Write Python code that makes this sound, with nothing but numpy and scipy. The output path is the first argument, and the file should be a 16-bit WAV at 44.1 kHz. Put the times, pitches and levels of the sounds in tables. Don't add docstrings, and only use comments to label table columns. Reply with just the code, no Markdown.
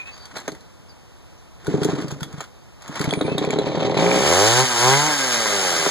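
import sys
import numpy as np
from scipy import signal
from scipy.fft import rfft, irfft
from scipy.io import wavfile

SR = 44100
rng = np.random.default_rng(int(sys.argv[2]) if len(sys.argv) > 2 else 0)


def gain_from_decibels(decibels):
    exponent = np.asarray(decibels, float) / 20
    return 10 ** exponent


def master(y):
    cut = np.clip(np.atleast_2d(y).T, -1, 1)
    pcm = np.round(cut * 32767)
    wavfile.write(sys.argv[1], SR, pcm.astype(np.int16))


N = 260190


def rms_one(x):
    return x / np.sqrt(np.mean(x ** 2) + 1e-20)


def in_time(rows, outside=None):
    s, *columns = np.transpose(rows)
    return [np.interp(np.arange(N) / SR, s, c, left=outside, right=outside) for c in columns]


def since(s, span_s):
    return np.clip((np.arange(N) / SR - s) / span_s, 0, 1)


def swell(rows):
    edge_db = -20.5
    total = 0
    for s, attack, hold, release, db in rows:
        top, end = s + attack, s + attack + hold
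        corners = [(s, db + edge_db), (top, db), (end, db), (end + release, db + edge_db)]
        total = total + gain_from_decibels(in_time(corners, -120)[0])
    return total


def at_hz(points):
    hz, value = np.transpose(points)
    return np.interp(np.log(np.fft.rfftfreq(N, 1 / SR) + 1), np.log(hz), value)


def shaped(x, gain):
    return irfft(rfft(x) * gain, N)


def filtered(x, kind, hz, order=2):
    return signal.sosfilt(signal.butter(order, hz, kind, fs=SR, output="sos"), x)


def drift(rate):
    return rms_one(filtered(rng.standard_normal(N), "low", rate, order=1))


def clicks_at(at, level_db):
    clicks = np.zeros(N)
    clicks[at] = gain_from_decibels(level_db)
    return clicks


def ring(clicks, hz, t60):
    r, w = gain_from_decibels(-60 / (t60 * SR)), 2 * np.pi * hz / SR
    return signal.lfilter([0, np.sin(w)], [1, -2 * r * np.cos(w), r * r], clicks + 1e-18)


def grit(size_db, share):
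    contacts = gain_from_decibels(size_db * np.minimum(rng.exponential(1, N), 4)) * (rng.random(N) < share)
    return rms_one((1 + contacts) * rng.standard_normal(N))


# (frequency [Hz], level [dB per Hz])
YARD_COLOUR = [(18, -36), (30, -9), (66, 0.5), (256, -6), (852, -8), (2300, -16.5), (2690, -15),
               (3230, -17), (4660, -19.5), (5450, -18.5), (15500, -35)]
# (frequency [Hz], likeness [0-1])
YARD_LIKENESS = [(100, 0.84), (900, 0.3), (2000, 0), (12000, 0.13)]
YARD_DB = -53


def yard():
    common, near, far = rng.standard_normal((3, N))
    alike = np.clip(at_hz(YARD_LIKENESS), 0, 1)
    colour = gain_from_decibels(at_hz(YARD_COLOUR))
    shared = shaped(common, colour * np.sqrt(alike))
    own_colour = colour * np.sqrt(1 - alike)
    air = np.array([shared + shaped(near, own_colour), 0.49 * (shared + shaped(far, own_colour))])
    return gain_from_decibels(YARD_DB + 0.5 + 0.23 * drift(1.3)) * rms_one(air)


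def fence_echo(x):
    t = np.arange(round(.2 * SR)) / SR
    tails = rng.standard_normal((2, len(t))) * gain_from_decibels(-60 * t / .15) * (t > .004)
    tails = filtered(tails, "high", 1700)
    tails = tails / np.sqrt(np.sum(tails[0] ** 2))
    return gain_from_decibels(-13.5) * signal.fftconvolve(x[None], tails, axes=1)[:, :N]


def whistle(row, arch, early, rough, overtone_db):
    s, length_s, hz, bend_hz, db = row
    done = since(s, length_s)
    phase = 2 * np.pi * np.cumsum(hz + bend_hz * np.sin(np.pi * arch * done)) / SR
    level = gain_from_decibels(db) * np.sin(np.pi * done ** early) * (1 + rough * drift(220))
    return level * (np.sin(phase) + gain_from_decibels(overtone_db) * np.sin(1.43 * phase))


# (time [s], length [s], pitch [Hz], bend [Hz], level [dB], overtone [dB])
CHIRPS = [
    (.11, .072, 4520, 160, -45, -8),
    (.185, .095, 4690, -190, -46, -30),
    (.885, .045, 5250, -800, -48, -30),
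    (1.375, .03, 6200, -400, -58, -30),
]


def birds():
    calls = [whistle(row[:5], arch=0.51, early=0.74, rough=0.53, overtone_db=row[5]) for row in CHIRPS]
    return gain_from_decibels(.2) * sum(calls)


# (time [s], length [s], pitch [Hz], bend [Hz], level [dB])
SQUEALS = [
    (-.03, .075, 2440, 40, -29),
    (.055, .07, 2560, 40, -33),
    (3.245, .032, 2420, -70, -35),
    (3.285, .085, 2510, 110, -33),
    (3.08, .28, 8950, 350, -46),
]


def reel_squeals():
    squeals = [whistle(row, arch=0.97, early=0.51, rough=0.35, overtone_db=-26) for row in SQUEALS]
    return gain_from_decibels(1.5) * sum(squeals)


# (start [s], attack [s], hold [s], release [s], level [dB])
CORD = [
    (-.2, 0.27, 0.38, 0.31, -50),
    (.34, 0.017, 0.021, 0.045, -39.5),
    (1.6, 0.095, 0.33, 0.28, -38.5),
    (2.2, 0.21, 0.018, 0.072, -42),
    (2.8, 0.15, 0.057, 0.19, -34.5),
]
# (start [s], attack [s], hold [s], release [s], level [dB])
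SHUDDER = [
    (.31, 0.032, .02, 0.24, -51),
    (1.63, 0.071, 0.29, 0.19, -37),
    (2.0, 0.11, .2, .15, -51.5),
    (2.85, 0.26, 0.12, 0.43, -38),
    (3.4, 0.35, 0.44, 0.26, -35.5),
]
# (frequency [Hz], level [dB per Hz])
REEL_COLOUR = [(290, -10), (500, -3.5), (1470, -2), (2200, -5), (3380, -6.5), (4500, -10), (6830, -11),
               (15500, -41)]
# (frequency [Hz], level [dB per Hz])
INTAKE_COLOUR = [(530, -4.5), (900, -6), (1500, -15), (2200, -9), (3500, -9), (4100, -10), (4800, -17.5),
                 (6700, -22), (9500, -37), (15500, -75)]
INTAKE_S, INTAKE_ENDS_S = 2.987, 4.05
INTAKE_DB, INTAKE_DB_PER_S = -42, 13.5


def starter():
    intake_db = INTAKE_DB + INTAKE_DB_PER_S * (np.arange(N) / SR - INTAKE_S)
    clatter = gain_from_decibels(intake_db) * since(INTAKE_S - .05, 0.2) * (1 - since(INTAKE_ENDS_S, 0.15))
    grains = grit(size_db=3.5, share=.03)
    reel = rms_one(shaped(grains, gain_from_decibels(at_hz(REEL_COLOUR))))
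    intake = rms_one(shaped(grains, gain_from_decibels(at_hz(INTAKE_COLOUR))))
    low = rms_one(filtered(rng.standard_normal(N), "band", [110, 400]))
    patchy = gain_from_decibels(-1.0 + 4.1 * drift(18))
    return patchy * (swell(CORD) * reel + clatter * intake) + gain_from_decibels(6.0) * swell(SHUDDER) * low


# (time [s], peak level [dB], own ring [Hz])
HANDLE_KNOCKS = [
    (0.1774, -30.5, 4760),
    (0.2543, -26, 4570),
    (0.3678, -19, 4230),
    (0.3817, -25, 4160),
    (0.4, -28, 7340),
    (0.4788, -17, 6480),
    (0.518, -26.5, 4350),
    (0.5484, -33, 2020),
    (0.607, -35.5, 4130),
]
# (time [s], peak level [dB], own ring [Hz])
PAWLS = [(1.646, -33.5, 1500), (1.6676, -19.5, 1470), (1.8322, -14.5, 3360), (1.8462, -13.5, 7050),
         (2.014, -27.5, 4400), (2.0813, -25.5, 4550), (2.1138, -23, 6790), (2.2062, -24.5, 1470),
         (2.23, -15.5, 3425), (2.3266, -31, 6660), (2.3825, -37, 3400), (2.4063, -20, 7020),
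         (2.439, -30, 1410), (2.8205, -30, 6920), (2.878, -25.5, 6830), (2.9547, -21, 2100),
         (2.9936, -16.5, 1980), (3.0126, -14.5, 4670), (3.041, -16, 2210)]
# (time [s], peak level [dB], own ring [Hz])
CLUTCH_SHOES = [(3.1082, -17.5, 3350), (3.128, -24, 4530), (3.1362, -13.5, 2340), (3.2121, -18.5, 3780),
                (3.3811, -13.5, 3740), (3.448, -21, 2340), (3.5053, -18, 2300), (3.506, -23, 7070),
                (3.5875, -17.5, 3980), (3.6726, -28, 2250), (3.778, -32, 3820), (3.8294, -27, 2270),
                (3.896, -27, 2350), (3.9424, -27, 2040), (3.9754, -16.5, 2430)]
# (fade t60 [s], own ring [dB], housing [dB], sizzle of high knocks [dB])
KNOCK_KINDS = [
    (0.053, -8, -18, -29),
    (.055, -7, -13.5, -17),
    (0.028, 4.5, -4, -33),
]
# (frequency [Hz], level [dB], t60 [share of the knock's])
HOUSING = [(1430, -9, .7), (2290, -8, .4), (3400, -3, 1.7), (4010, -6, .8), (4600, -8, .7), (6700, -9, .7),
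           (7050, -9, 1.2), (7950, -13, 1.), (10700, -12, .4)]


def knocks():
    out, t = np.zeros(N), np.arange(round(.12 * SR)) / SR
    hz, mode_db, share = np.transpose(HOUSING)[:, :, None]
    hiss = filtered(rng.standard_normal(N), "band", [700, 8000])
    sizzle = filtered(rng.standard_normal(N), "band", [8500, 15000])
    for table, kind in zip((HANDLE_KNOCKS, PAWLS, CLUTCH_SHOES), KNOCK_KINDS):
        t60, ring_db, housing_db, sizzle_db = kind
        for s, peak_db, own_hz in table:
            i = round(s * SR)
            part = slice(i, i + len(t))
            strength_db = 2.5 * rng.standard_normal((len(HOUSING), 1))
            modes_db = mode_db + housing_db - 4 + strength_db - 60 * t / (share * t60)
            modes = gain_from_decibels(modes_db) * np.sin(2 * np.pi * hz * t)
            own = gain_from_decibels(ring_db - 60 * t / (0.59 * t60)) * np.sin(2 * np.pi * own_hz * t)
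            fading = gain_from_decibels(-6 - 60 * t / (.5 * t60)) + gain_from_decibels(-14 - 60 * t / (1.4 * t60))
            crack = fading * (hiss[part] + (own_hz > 3000) * gain_from_decibels(sizzle_db) * sizzle[part])
            onset = np.minimum(t / .0006, 1)
            out[part] += gain_from_decibels(peak_db - 1.5) * (own + modes.sum(axis=0) + crack) * onset
    return out


def swing_back(x, share, delay_s=0.00843):
    return x - share * np.pad(x, (round(delay_s * SR), 0))[:N]


def muffler(modes, at, level_db, bright_db, scatter_db, puff_db, rumble_db):
    out, chance = np.zeros(N), rng.standard_normal((len(at), len(modes)))
    for k, (hz, mode_db, t60) in enumerate(modes):
        tilt_db = bright_db * np.log2(hz / 400)
        blasts = clicks_at(at, level_db + mode_db + tilt_db + scatter_db * chance[:, k])
        out += (-1) ** k * ring(blasts, hz, t60)
    puff = (puff_db + 3.74 * bright_db, .05, [400, 2500])
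    rumble = (rumble_db, .22, [170, 520])
    for size_db, t60, band_hz in (puff, rumble):
        blasts = clicks_at(at, level_db + size_db)
        fading = signal.lfilter([1], [1, -gain_from_decibels(-60 / (t60 * SR))], blasts + 1e-18)
        out += filtered(fading * rng.standard_normal(N), "band", band_hz)
    snap = -clicks_at(at, level_db + 13 + np.minimum(bright_db, 3))
    return out + filtered(snap + 1e-18, "band", [350, 1800])


# (time [s], peak level [dB], brightness [dB per octave])
CHUGS = [(0.363, -29, 4), (0.478, -17, 5), (0.52, -27, -3), (1.679, -13, -8.5), (1.74, -9, -9.5),
         (2.405, -33, 8.5), (2.892, -21.5, -6), (3.002, -14.5, -9.5), (3.042, -22, -10),
         (3.073, -16.5, -12.5), (5.457, -19, 7), (5.862, -12.5, 6)]
# (time [s], peak level [dB])
FIRES = [
    (3.126, -9.5),
    (3.2095, -8),
    (3.28, -10.5),
    (3.378, -9.5),
    (3.441, -12),
    (3.499, -11.5),
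    (3.585, -7),
]
TURNS_TO_NEXT = [2, 2, 3, 2, 2, 3]
PULLED_S, PULLED_TURN_S, PULLED_DB, PULLED_BRIGHT_DB = 1.7425, .0362, -11.5, -5.5
COAST_TURN_S, COAST_GROWTH = .041, 1.24
COAST_LOSS_DB, COAST_DULLING_DB = 15, 7.5
REBOUND_S, REBOUND_DB = .042, -5
MISS_DB, MISS_BRIGHT_DB, MISS_WARMING_DB_PER_S, MISS_LATE_S = -14, -6, 17.5, 0.00297


def crank_turns():
    turn_s = np.r_[np.full(4, PULLED_TURN_S), COAST_TURN_S * COAST_GROWTH ** np.arange(6)]
    slower = np.log2(turn_s / PULLED_TURN_S)
    coast_db = PULLED_DB - COAST_LOSS_DB * slower
    coast_bright_db = PULLED_BRIGHT_DB - COAST_DULLING_DB * slower
    rows = list(CHUGS) + list(zip(PULLED_S + np.cumsum(turn_s), coast_db, coast_bright_db))
    rows += [(s + REBOUND_S, db + REBOUND_DB, bright) for s, db, bright in rows[-5:]]
    rows += [(s, db, 1.5) for s, db in FIRES]
    for (s, _), (later, _), turns in zip(FIRES, FIRES[1:], TURNS_TO_NEXT):
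        warm_db = MISS_WARMING_DB_PER_S * (s - FIRES[0][0])
        for k in range(1, turns):
            miss_s = s + (later - s) * k / turns + MISS_LATE_S
            rows.append((miss_s, MISS_DB + warm_db / 2, MISS_BRIGHT_DB + warm_db))
    return rows


# (frequency [Hz], level [dB], t60 [s])
COOL_MUFFLER = [(140, -5.5, 0.071), (248.4, -2.5, 0.088), (299.5, -4, 0.098), (404.4, 4.5, 0.042),
                (527, 5, 0.015), (738, 0.5, 0.011), (1060, -17, 0.021), (1390, -15, 0.0019),
                (1750, -24.5, 0.048)]


def cranking():
    s, peak_db, bright_db = np.transpose(crank_turns())
    chugs = muffler(COOL_MUFFLER, (s * SR).astype(int), peak_db - 9.0, bright_db,
                    scatter_db=2.5, puff_db=-7.5, rumble_db=3.5)
    return filtered(swing_back(chugs, 0.44), "low", 2200, order=1)


# (frequency [Hz], level [dB per Hz])
CHAIN_COLOUR = [(530, 15), (900, -0.5), (1500, -1), (2100, -2), (3420, -1), (4600, -5.5), (6730, 0),
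                (9600, -10.5), (12500, -18.5), (15500, -22.5)]
# (frequency [Hz], width [Hz], level [dB])
CHAIN_RINGS = [(1570, 40, -34), (2130, 49, -21), (2980, 33, -4.5), (4620, 240, -12), (5150, 51, -9),
               (7050, 170, -47.5)]


def chain():
    links = grit(size_db=-4.5, share=0.03) * gain_from_decibels(0.81 * drift(16.0))
    hz = np.fft.rfftfreq(N, 1 / SR)
    rings = 0
    for centre_hz, width_hz, level_db in CHAIN_RINGS:
        rings = rings + gain_from_decibels(level_db + 8.0) / (1 + ((hz - centre_hz) / width_hz) ** 2)
    no_bass = 1 / (1 + (950 / (hz + 1)) ** 4)
    return rms_one(shaped(links, gain_from_decibels(at_hz(CHAIN_COLOUR)) * (1 + rings) * no_bass))


CHAIN_SHUT_DB, CHAIN_OPEN_DB = -25.5, -21
CLUTCH_BITES_S, CLUTCH_S, CLUTCH_DB_PER_S = 3.96, 4.33, 31.5


def driven_chain(throttle, turns):
    not_gripped_s = np.maximum(CLUTCH_S - np.arange(N) / SR, 0)
    chain_db = CHAIN_SHUT_DB + (CHAIN_OPEN_DB - CHAIN_SHUT_DB) * throttle - CLUTCH_DB_PER_S * not_gripped_s
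    throb = 1 + 0.16 * np.cos(2 * np.pi * (turns - .1))
    links = chain()
    links = links - .6 * (1 - since(CLUTCH_BITES_S, 0.5)) * filtered(links, "high", 3000)
    return since(CLUTCH_BITES_S, 0.031) * gain_from_decibels(chain_db + 3.5) * throb * links


# (frequency [Hz], level [dB], t60 [s])
COVERS = [
    (1223, -5.5, 0.038),
    (1607, -4, 0.031),
    (2066, -2, 0.028),
]


def covers(at, level_db):
    taps = clicks_at(at, level_db)
    return sum(gain_from_decibels(db + 4.7 * drift(4.1)) * ring(taps, hz, t60) for hz, db, t60 in COVERS)


def piston_slap(at, speed):
    strength = (speed[at] > 45) * np.clip(3 - speed[at] / 30, .1, 1)
    slap = np.zeros(N)
    slap[np.minimum(at + round(.007 * SR), N - 1)] = gain_from_decibels(-15 + rng.normal(0, 3, len(at))) * strength
    return ring(slap, 2350, .013)


FIRST_SHUT_DB, FIRST_OPEN_DB, FIRST_PER_OCTAVE_DB = -52.5, -33, 8
SECOND_SHUT_DB, SECOND_OPEN_DB, SECOND_PER_OCTAVE_DB = -22, -43, 6


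def engine_tones(turns, speed, throttle, octaves, on_mat):
    lagging = np.roll(throttle, round(.03 * SR))
    first_db = FIRST_SHUT_DB + (FIRST_OPEN_DB - FIRST_SHUT_DB) * lagging + FIRST_PER_OCTAVE_DB * octaves
    second_db = SECOND_SHUT_DB + (SECOND_OPEN_DB - SECOND_SHUT_DB) * throttle
    second_db = second_db + SECOND_PER_OCTAVE_DB * (octaves - .5) + 2.5 * drift(6)
    tones = gain_from_decibels(first_db + 4.0) * np.sin(2 * np.pi * turns)
    tones += gain_from_decibels(second_db - 12.5) * np.sin(4 * np.pi * turns + 2.2)
    tones += gain_from_decibels(-19) * on_mat * np.sin(6 * np.pi * turns)
    return np.clip((speed - 50) / 30, 0, 1) * tones


# (frequency [Hz], level [dB], t60 [s])
HOT_MUFFLER = [(150, -11, 0.047), (331, -2, 0.024), (399.3, -4, 0.067), (529, 0.5, 0.032), (711, 5, 0.0088),
               (797, 0, 0.023), (977, -7, 0.014), (1190, -10.5, 0.0069), (1620, -22, 0.045)]
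IDLE_BRIGHT_DB, BRIGHT_PER_OCTAVE_DB = -4, 4.5
HELD_BRIGHT_DB, OVERRUN_BRIGHT_DB, OVERRUN_SCATTER_DB = 1, 2.5, 1.3
TURNED_S, GROUND_NEAR_S, GROUND_TURNED_S = 5.05, 0.00085, 0.00045


def exhaust(at, speed, exhaust_db, throttle, octaves, held_high, on_mat):
    rate = speed[at]
    overrun = (1 - throttle) * held_high
    bright_db = IDLE_BRIGHT_DB + BRIGHT_PER_OCTAVE_DB * (octaves + 1)
    bright_db = bright_db + HELD_BRIGHT_DB * held_high + OVERRUN_BRIGHT_DB * overrun
    uneven_db = 1.2 * 60 / rate * rng.standard_normal(len(at))
    blast_db = exhaust_db[at] + 4.0 - 10 * np.log10(rate / 100) + uneven_db
    scatter_db = 1.7 * (50 / rate) ** 1.3 * np.minimum(rate / 55, 1) + OVERRUN_SCATTER_DB * overrun[at]
    blasts = muffler(HOT_MUFFLER, at, blast_db, bright_db[at], scatter_db,
                     puff_db=-30, rumble_db=-5 - rate / 6)
    blasts = swing_back(blasts, 0.43 * on_mat)
    before = swing_back(blasts, -.65 * held_high, GROUND_NEAR_S)
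    after = swing_back(blasts, -0.37, GROUND_TURNED_S)
    turned = since(TURNED_S, 0.16)
    return (1 - turned) * before + turned * after


# (time [s], speed [turns per s])
CRANK_SPEED = [(3.6, 36.2), (3.87, 40.6), (3.94, 42.7), (4.01, 55.6), (4.07, 59.5), (4.15, 61.6),
               (4.22, 66.6), (4.39, 97.7), (4.57, 125.7), (4.63, 132.1), (4.775, 115.5), (5.0, 145.9),
               (5.075, 155), (5.21, 135.6), (5.37, 115.6), (5.6, 95.8), (5.74, 83.5), (5.9, 76.5)]
# (time [s], level [dB])
EXHAUST_LEVEL = [(3.6, -27), (3.94, -21.5), (4.0, -18), (4.2, -19), (4.33, -17.5), (4.44, -16), (4.54, -20),
                 (4.6, -17), (4.66, -35), (4.74, -27.5), (4.87, -15.5), (4.96, -21.5), (5.05, -25),
                 (5.18, -37), (5.3, -32.5), (5.46, -32), (5.56, -28), (5.9, -30.5)]
SHUT_DB, OPEN_DB = -28.5, -19.5
LIFTED_S = 4.25


def engine():
    speed, = in_time(CRANK_SPEED)
    exhaust_db, = in_time(EXHAUST_LEVEL)
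    throttle = np.clip((exhaust_db - SHUT_DB) / (OPEN_DB - SHUT_DB), 0, 1)
    octaves = np.log2(speed / 80)
    held_high = since(4.46, 0.19)
    on_mat = np.clip((LIFTED_S - np.arange(N) / SR) / 0.083, 0, 1)
    running = since(CRANK_SPEED[0][0], .02) > 0
    turns = np.cumsum(speed * running) / SR + .54
    at = np.flatnonzero(np.diff(np.floor(turns)) > 0)
    slipping = (at / SR > CLUTCH_S - .2) * (at / SR < CLUTCH_S)
    at = at + (.0004 * SR * slipping * rng.standard_normal(len(at))).astype(int)
    out = exhaust(at, speed, exhaust_db, throttle, octaves, held_high, on_mat)
    out = out + held_high * covers(at, -27 + 4 * throttle[at]) + piston_slap(at, speed)
    return out + engine_tones(turns, speed, throttle, octaves, on_mat) + driven_chain(throttle, turns)


# (frequency [Hz], gain [ratio])
SHADOW = [(100, 0.74), (900, 0.71), (2000, 0.25), (3500, 0.022), (6000, 0.011), (12000, 0.028)]


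def scene():
    saw = birds() + reel_squeals() + starter() + knocks() + cranking() + engine()
    saw = filtered(saw, "high", 75)
    bounce = round(.0065 * SR)
    saw[bounce:] += 0.089 * signal.lfilter([.3], [1, -.7], saw)[:-bounce]
    return np.array([saw, shaped(saw, at_hz(SHADOW))]) + fence_echo(saw) + yard()


def top_cut(x):
    return signal.sosfilt(signal.butter(12, 16860, fs=SR, output="sos"), x)


def record(dry):
    port_delay = 16
    late = np.pad(dry, ((0, 0), (port_delay, 0)))[::-1, :N]
    zero, pole = np.exp(-2 * np.pi * np.array([450, 70]) / SR)
    x = signal.lfilter([1, -zero], [1, -pole], dry - late)
    x = .95 * np.tanh(x / .95)
    x = signal.sosfilt(signal.cheby2(10, 60, 16300, fs=SR, output="sos"), x)
    return top_cut(x)


dry = scene()
out = record(dry)
master(out)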